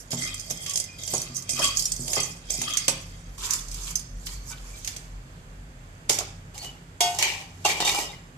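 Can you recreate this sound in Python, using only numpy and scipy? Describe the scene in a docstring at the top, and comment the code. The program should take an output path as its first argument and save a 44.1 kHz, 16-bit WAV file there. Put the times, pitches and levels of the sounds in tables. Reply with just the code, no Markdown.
"""Stirring dry peas in a kitchen

A plastic spatula stirs dry split peas in a metal pan: clumped random contacts drive treble ticks and pan modes.
Hands and cloth then rustle on metal, and steelware knocks and drags on the counter as a struck steel bowl rings.
The pan jolts on its grate and metal squeaks; a fan motor drones as wavering noisy orders under the room tone.
Two microphone ports hear it, the right one through a bright cavity resonance; a noise tail is the small room.
"""
import sys
import numpy as np
from scipy import signal
from scipy.fft import rfft, irfft, next_fast_len
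from scipy.io import wavfile

SR = 44100
rng = np.random.default_rng(int(sys.argv[2]) if len(sys.argv) > 2 else 0)


def invert_db(x):
    """Field ratio 10**(x/20) for x, a level in decibels (scalar or array-like)."""
    u = np.asarray(x, float) / 20
    return 10 ** u


def transcribe(u):
    """Save the signal u as a 16-bit wav file named by the first command-line argument.

    u: samples, shape (n,) or (channels, n), limited to [-1, 1]; the rate is SR.
    q: integer samples, one column per channel.
    """
    v = np.clip(np.atleast_2d(u).T, -1, 1)
    q = np.round(v * 32767).astype(np.int16)
    wavfile.write(sys.argv[1], SR, q)


N = 369116


def rms_one(x):
    """Scale so that the mean of the channels has rms 1."""
    return x / np.sqrt(np.mean(np.mean(np.atleast_2d(x), axis=0) ** 2) + 1e-20)


def cut(x, hz, kind):
    """Butterworth filter of order 2."""
    return signal.sosfilt(signal.butter(2, hz, kind, fs=SR, output="sos"), x)


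def colour(x, spectrum):
    """Smooth spectral shaping, interpolated over log frequency."""
    size = next_fast_len(N + 4096)
    hz = np.maximum(np.arange(size // 2 + 1) * SR / size, 1)
    table = np.array(spectrum)
    gain_db = np.interp(np.log(hz), np.log(table[:, 0]), table[:, 1])
    return irfft(rfft(x, size) * invert_db(gain_db), size)[..., :N]


def resonance(x, hz, width_hz):
    """Two-pole band-pass, gain 1 on top."""
    r = np.exp(-np.pi * width_hz / SR)
    poles = [1, -2 * r * np.cos(2 * np.pi * hz / SR), r * r]
    return signal.lfilter([(1 - r * r) / 2, 0, (r * r - 1) / 2], poles, x)


def drift(rate_hz):
    """Slow random curve of rms 1: noise at every 40th sample through two equal poles at rate_hz."""
    r = np.exp(-80 * np.pi * rate_hz / SR)
    slow = signal.lfilter([1], [1, -2 * r, r * r], rng.standard_normal(N // 40 + 2002))[2000:]
    return np.interp(np.arange(N) / 40, np.arange(len(slow)), rms_one(slow))


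# resonances of the left and the right microphone port, the right with its cavity; f/Hz, width/Hz, boost/dB
LEFT_PORT = [(3354, 420, 4), (2020, 3000, 4), (4010, 57, 1.5)]
RIGHT_PORT = [(7290, 1800, 11), (5020, 530, 5), (6290, 81, 11.5), (7370, 720, 5.5), (13100, 9700, -7),
              (4560, 210, 5.5)]


def ports(pair):
    """Each microphone port adds its own broad and narrow resonances."""
    out = []
    for x, peaks in zip(pair, (LEFT_PORT, RIGHT_PORT)):
        for hz, width_hz, boost_db in peaks:
            x = x + (invert_db(boost_db) - 1) * resonance(x, hz, width_hz)
        out.append(x)
    return np.array(out)


# how far the left port lags for each of six contact spots; lag/samples
LAGS = [-7, -2, 3, 6, 9, 13]


def grains(per_s, spread_db, clump_db, side):
    """Random contacts in clumps, at spots that reach the ports with different lags; side flips the lead."""
    sizes = invert_db(spread_db * np.minimum(rng.exponential(1, N), 4)) * rng.choice([-1, 1], N)
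    clicks = sizes * (rng.random(N) < per_s * invert_db(clump_db * drift(25.0)) / SR) + 1e-18
    spot = rng.integers(0, len(LAGS), N)
    left = sum(np.roll(clicks * (spot == k), side * lag) for k, lag in enumerate(LAGS))
    return ports([left, clicks])


def bursts(events, db, decay_s, rise_s=2e-5):
    """Envelope that rises quickly at each blow and dies away exponentially."""
    clicks = np.full(N, 1e-18)
    clicks[(np.array(events)[:, 0] * SR).astype(int)] = invert_db(db)
    dying = signal.lfilter([1], [1, -np.exp(-1 / (decay_s * SR))], clicks)
    rise = np.exp(-1 / (rise_s * SR))
    return signal.lfilter([1 - rise], [1, -rise], dying)


def moves(rows, lingers=1, follows=0):
    """Level in dB of separate moves, each a straight rise and fall; follows adds a share of the last column."""
    t = np.arange(N) / SR
    swell_db = 20  # risen within the swell time, lost again within the fade time
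    levels = []
    for s, swell, fade, db, re_db in rows:
        distance = np.where(t < s, (s - t) / swell, (t - s) / (fade * lingers))
        levels.append(db + follows * re_db - swell_db * distance)
    return np.max(levels, axis=0)


def body(x, modes, wander_db):
    """Modes in parallel; their strengths wander, quickly and slowly, as the contact moves."""
    out = 0
    for k, (hz, width_hz, db) in enumerate(modes):
        strength = invert_db(db + wander_db * drift(54.0) + 3.5 * drift(8))
        out = out + (-1) ** k * strength * resonance(x, hz, width_hz)
    return rms_one(out)


# fan motor orders, the lowest one levelled by DRONE_SWELL instead; f/Hz, width/Hz of each of two passes, level/dB
DRONE = [(43, 12, -46), (93.6, 6.9, -51), (128.8, 24.6, -52.5), (165.9, 19.6, -52.5), (244.6, 63, -59)]
# swell of the lowest motor order, before a trim; t/s, level/dB
DRONE_SWELL = [(0.0, -46.5), (1.35, -54), (1.84, -42), (2.07, -50), (2.45, -41), (2.89, -48.5), (3.12, -40),
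               (4.41, -38.5), (7.69, -56), (7.85, -47), (8.37, -52)]
# spectrum of the room tone; f/Hz, relative level/dB
AIR = [(35, -30), (60, 0.5), (170, -13), (250, -14), (450, -12), (900, -14.5), (1700, -16), (3500, -27.5),
       (6500, -36.5), (9000, -34), (13800, -34.5), (14800, -78)]


def background():
    """Narrow noisy motor orders, the lowest with a steadier core, over a diffuse room tone."""
    mid, side = rng.standard_normal((2, N))
    bass = cut(mid + .25 * side * [[1], [-1]], 900, "low")  # nearly alike on both sides
    treble = cut(np.array([mid, side]), 900, "high")  # independent sides
    air = ports(colour(bass + treble, AIR)) * invert_db([[-1.0], [1.0]])
    air_db = -55  # level above 300 Hz
    air *= invert_db(air_db + .6 * drift(3)) / np.std(cut(air.mean(axis=0), 300, "high"))
    orders = []
    for hz, width_hz, db in DRONE:
        noise = rng.standard_normal(N)
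        narrow = resonance(resonance(noise, hz, width_hz), hz, width_hz)
        orders.append(rms_one(narrow) * invert_db(db))
    core_hz = DRONE[0][0] * (1 + 0.0473 * drift(3.14))
    core = np.sqrt(2) * np.sin(2 * np.pi * np.cumsum(core_hz) / SR)
    swell_s, swell_db = np.transpose(DRONE_SWELL)
    swell = invert_db(np.interp(np.arange(N) / SR, swell_s, swell_db) - 2)
    orders[0] = (core + .8 * rms_one(orders[0])) * swell
    return air + sum(orders)


def ticks(clicks, cycles):
    """Peas of many pitches: moments of contact are dealt to short resonances spread over the treble."""
    pitches = np.geomspace(4500, 13500, num=14)
    dealt = np.repeat(rng.integers(0, len(pitches), N // 32 + 1), 32)[:N]
    return sum(resonance(clicks * (dealt == k), hz, hz / cycles) for k, hz in enumerate(pitches))


# pea against pea and metal, also the brightness of other contacts; f/Hz, relative level/dB
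RATTLE = [(2500, -16), (4300, 1.5), (5100, 5.5), (7000, 2.5), (10000, 4), (13000, 3.5), (14200, -2),
          (15000, -64), (16600, -44.5)]
# pan wall under the peas, short bright rings; f/Hz, width/Hz, level/dB
PAN_WALL = [(4720, 27, 3), (5224, 58, 7.5), (5710, 30, 7), (6180, 63, 3), (6150, 76, 6), (6660, 72, 4.5),
            (6990, 49, 5.5), (7380, 33, 2.5), (8040, 93, 2), (8500, 17, 14), (8970, 9.7, 11.5),
            (9720, 52, 6), (12100, 23, -4.5)]


def pea_rattle(hands):
    """Peas tick in the treble and ring the pan wall, less so while the hands move."""
    peas = grains(3000., spread_db=4, clump_db=4.5, side=1)
    peas = colour(rms_one(ticks(peas, cycles=34)) + .45 * rms_one(peas), RATTLE)
    wall = np.where(hands, invert_db(-7), invert_db(-1)) * body(peas, PAN_WALL, wander_db=4.5)
    return rms_one(rms_one(peas) + wall)


# pan damped by the peas; f/Hz, width/Hz, level/dB
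PAN = [(265, 18, 9.5), (635, 140, 8), (1183, 100, 7.5), (2055, 63, 2), (2490, 150, -3), (3240, 79, 4.5),
       (3776, 170, -4.5), (4730, 430, -5.5)]
# hands and cloth on metal; f/Hz, width/Hz, level/dB
RUSTLE = [(380, 160, 11), (1000, 246, 11), (1400, 130, -0.5), (2260, 140, -3), (3700, 1500, -8.5),
          (4400, 230, -4)]


def scrape_and_push(after_stirring, strokes):
    """Rubbing contacts sound through the pan, later through the metal under the hands: bright scrape, dull push."""
    rubbing = grains(2500., spread_db=4, clump_db=3.5, side=1)
    by_hands = body(rubbing, RUSTLE, wander_db=2)
    by_spatula = body(rubbing, PAN, wander_db=2.5)
    rubbed = np.where(after_stirring, by_hands, by_spatula)
    scrape = rms_one(cut(rubbed, 1600., "high"))
    push = rms_one(cut(rubbed, 1400., "low"))
    scrape_db = moves(strokes, lingers=1.53, follows=True)
    # push follows the scrape column in part, and is 9 dB lighter from the hands onward
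    push_db = moves(strokes, lingers=1, follows=0.57) - 4 - 9 * after_stirring
    return scrape * invert_db(scrape_db) + push * invert_db(push_db)


# spatula blows on the pan, before trims; t/s, crack level/dB, pan ring level/dB re crack, thud level/dB re crack
BLOWS = [(0.117, -25.5, 4, -19), (0.1295, -27, 3, 3), (0.2183, -33, 2, -22), (0.499, -26, -10, -25),
         (0.5047, -24, 3, -7.5), (0.6624, -23.5, 6.5, -20), (0.7075, -25, 5, -33), (1.0755, -23, -2, -23),
         (1.1353, -20, 1.5, 1), (1.157, -29, -8, -24), (1.4922, -19, -5, -36), (1.5925, -18, -3, 0.5),
         (2.0795, -21.5, 0, -14), (2.1316, -16, 3, -32), (2.166, -32, 6, 17), (2.1798, -26.5, 8, -4),
         (2.503, -18.5, -3, -27), (2.6158, -18.5, 1.5, -8), (2.682, -42, -11, -7), (2.7706, -13, 1, -44),
         (2.8807, -8.5, 5, -7.5), (4.2686, -37.5, 17, -37), (4.8462, -26.5, 1, -34),
         (4.8747, -20, 3.5, -19.5), (4.9633, -27.5, 1, -12), (6.095, -7.5, 4, -8.5),
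         (6.1865, -16, 1.5, -8.5), (6.2074, -33, -22, 9.5)]
# peas and small things snapping against metal, before trims; t/s, crack level/dB
SNAPS = [(0.187, -30), (0.2487, -29), (0.275, -29), (0.573, -33), (2.231, -27), (0.342, -23.5),
         (0.395, -28), (0.404, -31), (0.695, -21.5), (0.735, -24), (1.533, -24), (1.642, -16), (1.68, -24),
         (1.963, -26), (0.839, -28.5), (1.034, -27), (1.422, -29.5), (0.757, -16.5), (0.7734, -16),
         (0.799, -18), (1.216, -21.5), (1.3652, -24.5), (1.7706, -16.5), (1.7938, -14), (1.822, -20),
         (1.854, -14.5), (1.918, -15.5), (2.201, -18.5), (2.268, -32), (2.735, -22.5), (2.82, -33),
         (3.457, -37), (3.683, -34), (3.994, -29), (3.5068, -15.5), (3.5245, -45), (3.591, -38),
         (3.534, -16), (3.714, -31), (3.743, -28), (3.9548, -15.5)]


def knocks(dense):
    """Blows and snaps are brief clusters of dense contacts: a crack that rings the wall, a pan ring and a thud."""
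    snap_ring_db, snap_thud_db = -20, -44.5  # re crack, before trims
    events = BLOWS + [(s, db, snap_ring_db, snap_thud_db) for s, db in SNAPS]
    _, crack_db, ring_db, thud_db = np.transpose(events)
    crack = rms_one(colour(dense, RATTLE)) * bursts(events, crack_db - 2, .003, rise_s=.0012)
    wall = 0
    for hz, width_hz, db in PAN_WALL:
        # each blow rings the wall differently
        wall = wall + invert_db(db + 5.7 * drift(25.0)) * resonance(crack, hz, width_hz)
    ring_envelope = bursts(events, crack_db + ring_db - 15.5, 0.0086)
    ring = rms_one(cut(dense, [1700., 4500.], "band")) * ring_envelope
    thud_envelope = bursts(events, crack_db + thud_db - 5, .009, rise_s=.002)
    thud = rms_one(cut(dense, [330., 950.], "band")) * thud_envelope
    return crack + invert_db(-1.0) * wall + ring + thud


# hands and cloth take over from the stirring; from t/s, to t/s
HANDS_S = (3.3, 5.7)
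# spatula strokes through the peas; the two after 6 s are knocks of the spatula as it lies;
# peak t/s, swell/s, fade/s, rattle level/dB, scrape level/dB re rattle
STROKES = [(0.004, 0.027, 0.067, -45, -18), (0.107, 0.003, 0.088, -31, -11.5), (0.228, 0.09, 0.11, -30, -4),
           (0.51, 0.0074, 0.012, -23, -22), (0.782, 0.64, 0.083, -36, -9.5), (0.986, .003, 0.52, -45, -0.5),
           (1.144, 0.14, 0.13, -28.5, -8.5), (1.365, 0.041, 0.057, -31, -19),
           (1.493, 0.0035, 0.44, -32.5, -10), (1.648, 0.11, 0.06, -26, 1.5),
           (1.792, 0.092, 0.14, -28.5, -22), (2.16, 0.27, 0.085, -28.5, -17), (2.174, 0.03, 0.05, -39, 9),
           (2.238, 0.38, 0.14, -36.5, -30), (2.502, 0.008, 0.55, -33, -12), (2.7, 0.21, 0.13, -36.5, 4),
           (2.882, 0.0045, 0.1, -29.5, -26), (6.095, 0.0056, 0.12, -25.5, -8.5),
           (6.188, 0.0027, 0.073, -33, -3.5)]
# hands and cloth moving; peak t/s, swell/s, fade/s, rustle level/dB, rubbing level/dB re rustle
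RUSTLES = [(3.369, .24, 0.025, -61, -18), (3.38, .004, 0.28, -40.5, -2.5), (3.454, 0.061, 0.086, -29, -6),
           (3.534, 0.14, 0.15, -31, -10.5), (3.91, 0.37, 0.03, -35.5, -5), (3.959, 0.0039, 0.16, -45, -14),
           (4.268, 0.013, 0.02, -29.5, -11), (4.326, 0.15, 0.096, -40, -2.5),
           (4.518, 0.099, 0.021, -37, -5.5), (4.76, 0.69, 0.49, -49, -2.5), (4.885, 0.13, 0.21, -42.5, -6)]


def stirring():
    """Spatula, then hands: bright rattle or smoother rustle, rubbing through metal, and dense clustered blows."""
    t = np.arange(N) / SR
    after_stirring = t > HANDS_S[0]
    hands = after_stirring & (t < HANDS_S[1])
    strokes = STROKES + RUSTLES
    rattle = pea_rattle(hands)
    rubbing = scrape_and_push(after_stirring, strokes)
    dense = grains(30000., spread_db=1, clump_db=0, side=1)
    cloth = .8 * rattle + .6 * rms_one(colour(dense, RATTLE))  # cloth is smoother
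    rattle_or_rustle = np.where(hands, cloth, rattle) * invert_db(moves(strokes))
    return rattle_or_rustle + rubbing + knocks(dense)


def kitchen(pair):
    """A dying noise tail, alike on both sides in the bass, duller as it dies."""
    t60_s, alike_below_hz, room_db = 0.45, 1100, -6.5
    t = np.arange(int(.7 * SR)) / SR
    mid, side = rng.standard_normal((2, len(t)))
    tail = mid + cut(side, alike_below_hz, "high") * [[1], [-1]]
    low = cut(tail, 3930.0, "low")
    tail = low * invert_db(-60 * t / t60_s) + (tail - low) * invert_db(-60 * t / (0.37 * t60_s))
    tail *= np.clip((t - .003) / 0.004, 0, 1)  # the first reflections take a few ms
    tail /= np.sqrt(np.sum(tail ** 2) / 2)
    return invert_db(room_db) * signal.fftconvolve(pair, tail, axes=1)[:, :N]


# pan jolting on the grate; t/s, level/dB
THUMPS = [(0.133, -21), (0.51, -35.5), (1.132, -28.5), (1.299, -33.5), (1.535, -29.5), (1.63, -33.5),
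          (1.995, -26), (2.177, -30), (2.304, -37.5), (2.587, -26.5), (2.883, -31.5), (6.096, -33)]
# low modes of pan and grate; f/Hz, level/dB, t60/s
GRATE = [(134.2, 3, 0.17), (167.7, -8.5, 0.29), (241, -3, 0.31), (355.5, -11, 0.55)]


def thumps():
    """The pan jolts on its grate: a few low modes, struck with new strengths each time."""
    out = 0
    thump_db = np.array(THUMPS)[:, 1]
    for hz, db, t60 in GRATE:
        jolt = bursts(THUMPS, thump_db + db + rng.normal(0, 1.5, len(THUMPS)), 0.00068)
        width_hz = np.log(1000) / (np.pi * t60)
        # dividing by the width keeps narrow modes as loud as wide ones
        out = out + resonance(jolt, hz, width_hz) / (np.pi * width_hz * .002)
    return out


# brief pitched squeaks and rings of metal; t/s, length/s, f/Hz, level/dB
SQUEAKS = [(0.263, 0.054, 2451, -41), (0.665, .08, 1131, -48), (0.875, 0.095, 2452, -44),
           (0.92, .1, 4901, -52), (1.51, 0.08, 2453, -44), (1.631, .071, 1132, -32),
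           (4.503, 0.02, 931, -46), (4.505, 0.06, 1501, -47), (4.51, .055, 2340, -46),
           (4.732, .048, 2340, -47), (3.44, .035, 7000, -37), (3.521, .01, 3700, -38),
           (3.536, .025, 7200, -31), (3.586, .012, 3500, -46), (4.31, .03, 3250, -50),
           (4.315, .03, 1900, -51), (4.515, .03, 3720, -50), (6.546, .01, 4450, -46),
           (6.546, .01, 2950, -47), (7.215, .025, 900, -30), (7.255, .02, 900, -31),
           (8.085, .03, 3690, -41), (7.962, .035, 820, -28), (6.575, .015, 6400, -39),
           (6.59, .05, 4430, -42), (6.637, .07, 2970, -38), (7.23, 0.03, 2321, -25),
           (7.225, 0.05, 3111, -28), (7.647, 0.022, 2751, -22), (7.811, 0.035, 3670, -29),
           (7.849, .035, 3681, -23), (7.889, .022, 3681, -22), (7.913, .012, 3700, -27),
           (7.868, .03, 2320, -27), (7.905, .02, 2250, -29), (7.96, .03, 2350, -29),
           (7.846, 0.031, 6091, -29), (7.873, 0.057, 5741, -33), (8.129, 0.02, 2100, -42)]


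def squeaks():
    """Short sine tones with a quick swell and a late fade, slightly unsteady in pitch and rough in level."""
    t, out = np.arange(N) / SR, np.zeros(N)
    unsteady = 2 * np.pi * np.cumsum(0.00585 * drift(80.0)) / SR
    rough = invert_db(3.5 * drift(90.0))
    for s, length, hz, db in SQUEAKS:
        at = slice(int(s * SR), int((s + length) * SR))
        x = (t[at] - s) / length
        envelope = np.minimum(x * 5, 1) * (1 - x) ** 0.087
        tone = np.sin(hz * (2 * np.pi * t[at] + unsteady[at]))
        out[at] += invert_db(db) * rough[at] * envelope * tone
    return np.array([np.roll(out, LAGS[1]), out])


# steelware dragged and rocking, before trims; peak t/s, swell/s, fade/s, grit level/dB, ringing level/dB re grit
DRAGS = [(6.545, 0.0068, 0.16, -46.5, -2), (6.636, 0.075, 0.12, -43, -3), (7.006, .003, .25, -33, -5),
         (7.15, .02, .15, -40, -6), (7.188, 0.0034, 0.1, -34, 4), (7.237, 0.09, 0.18, -32, 7),
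         (7.653, 0.0085, 0.17, -27, 6), (7.803, 0.0036, 0.234, -39, 14.5), (7.876, 0.08, 0.15, -27.5, 4.5),
         (7.99, 0.32, 0.12, -33, -0.5)]
# steelware set down, before trims; t/s, crack level/dB, ring level/dB re crack, thud level/dB re crack
CLANKS = [(6.5788, -25, -4, -35), (6.646, -29, 0, -10), (7.0067, -9, -3, -7), (7.1475, -34, -8, -6),
          (7.187, -13, 0, -9), (7.2255, -11, 3, -10), (7.65, -17, -3, 11), (7.657, -24, -3, 15),
          (7.6887, -23, -3, -2), (7.803, -17, 0, 7), (7.824, -27, 3, 14), (7.8496, -18, -2, 2),
          (7.878, -27, 3, 6), (7.8928, -19, 2, -4), (7.917, -25, 2, 0), (7.946, -29, 2, 10),
          (7.9561, -28, 6, 2), (7.9878, -25, -2, 8), (8.118, -40, 0, 8)]
# steel dish held in the hand; f/Hz, width/Hz, level/dB
DISH = [(614, 87, -16.5), (730, 39, -19), (785, 21, -15), (823, 17, -20), (1950, 44, -19.5),
        (2330, 240, -11.5), (2742, 40, -19), (2900, 44, -15), (3175, 32, -24.5), (3673, 64, -19),
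        (4080, 44, -25), (4400, 35, -26), (5120, 35, -22), (5300, 21, -37), (5730, 13, -20)]


def steelware():
    """Grit and blows drive the dish's modes, each with a strength that wanders as the grip shifts."""
    grit_db = moves(DRAGS)
    ringing_db = moves(DRAGS, lingers=0.85, follows=True)
    rumble_db = moves(DRAGS, lingers=1.17, follows=0.26) - 0.5
    _, crack_db, ring_db, thud_db = np.transpose(CLANKS)
    contact = grains(8000., spread_db=1.0, clump_db=3.5, side=-1)
    grit = invert_db(grit_db) + bursts(CLANKS, crack_db - 8, .005)
    high = invert_db(ringing_db) + bursts(CLANKS, crack_db + ring_db - 9, .005)
    low = invert_db(rumble_db) + bursts(CLANKS, crack_db + thud_db - 5.0, 0.0052)
    out = rms_one(colour(contact, RATTLE)) * grit
    out += invert_db(-13) * rms_one(cut(contact, [1500, 4500], "band")) * high
    out += invert_db(-9) * rms_one(cut(contact, [600, 1080], "band")) * low
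    out += invert_db(-13) * rms_one(cut(contact, [350, 620], "band")) * low  # the counter booms
    contact = rms_one(contact)
    for hz, width_hz, db in DISH:
        follows = low if hz < 1600 else high  # low modes follow the thud
        drive = contact * follows * invert_db(5 * drift(20))
        out += invert_db(db) * np.sqrt(SR / width_hz / np.pi) * resonance(drive, hz, width_hz)
    return out


# the blow on the bowl and its choking; struck t/s, level/dB, choked t/s, t60/s of a full choke
BOWL_BLOW = (7.005, -20, 7.1, .3)
# steel bowl; f/Hz, level/dB, t60/s, share of the choke (0-1, less again above 1500 Hz)
BOWL = [(711, -1, 5, 1), (899, -11, .8, .3), (940, -14, .25, .3), (1184, -24, 1.2, .3),
        (1370, -30, 1.2, .15), (1497, -22, 1.2, .3), (1863, -22, 1.5, 1), (2159, -10, .7, 1),
        (2185, -13, .5, 1), (2519, -22, 2, 1), (2815, -17, 1, 1), (2972, -20, 1, 1), (3297, -1, .35, .3),
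        (3400, -8, .3, 1), (3660, -7, .3, 1), (3758, -14, .7, 1), (4522, -6, .45, .6), (4694, -9, .36, 1),
        (5190, -7, .3, 1), (5491, -14, .25, 1), (6019, -9, .3, 1), (6455, -4, .35, 1), (6702, -8, .12, 1),
        (6826, -11, .12, 1), (7251, -17, .5, 1), (7467, -14, .3, 1), (7865, -19, .5, 1),
        (8193, -14, .44, 1), (8759, -13, .15, 1), (9335, -22, .6, 1), (10360, -10, .2, 1),
        (10590, -15, .31, 1), (11100, -19, .36, 1), (12780, -19, .32, 1), (13280, -10, .12, 1)]


def bowl():
    """A blow rings the bowl's sines; touching the counter then chokes all its modes, the low 711 Hz one most."""
    struck_s, blow_db, choked_s, choke_t60 = BOWL_BLOW
    t = np.maximum(np.arange(N) / SR - struck_s, 0)
    choked = np.maximum(t - (choked_s - struck_s), 0)
    out = np.zeros((2, N))
    for hz, db, t60, choke in BOWL:
        phase = rng.normal(0, min(hz / 2500, 2), (2, 1))  # high modes reach the ports out of step
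        uneven_db = min((hz / 1000) ** 2, 2.5) * drift(30)  # the bowl rocks; high modes waver most
        choke_db = 60 * choke * min(1500 / hz, 1) * choked / choke_t60
        level_db = db + uneven_db - 60 * t / t60 - choke_db
        out += invert_db(level_db) * np.sin(2 * np.pi * hz * t + phase)
    return invert_db(blow_db) * out * np.minimum(t / .002, 1)


def scene():
    """Sources, their echo in the kitchen, and the steady background."""
    close = cut(stirring() + thumps() + steelware(), 80, "high")
    rings = squeaks() + bowl()
    # squeaks and bowl are sent to the room 10 dB lower, so their steady tones stay clear
    echo = kitchen(close + invert_db(-10) * rings)
    return close + rings + echo + background()


def top_cut(x):
    """Nothing passes above the cut-off."""
    return signal.sosfilt(signal.butter(12, 16650, fs=SR, output="sos"), x)


def record(dry):
    """Peaks are rounded by a soft limit, then the top is cut by a steep low-pass."""
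    rounded = 0.68 * np.tanh(dry / 0.79)
    top = signal.cheby2(10, 60, 16700, fs=SR, output="sos")
    mix = signal.sosfilt(top, rounded)
    return top_cut(mix)


dry = scene()
out = record(dry)
transcribe(out)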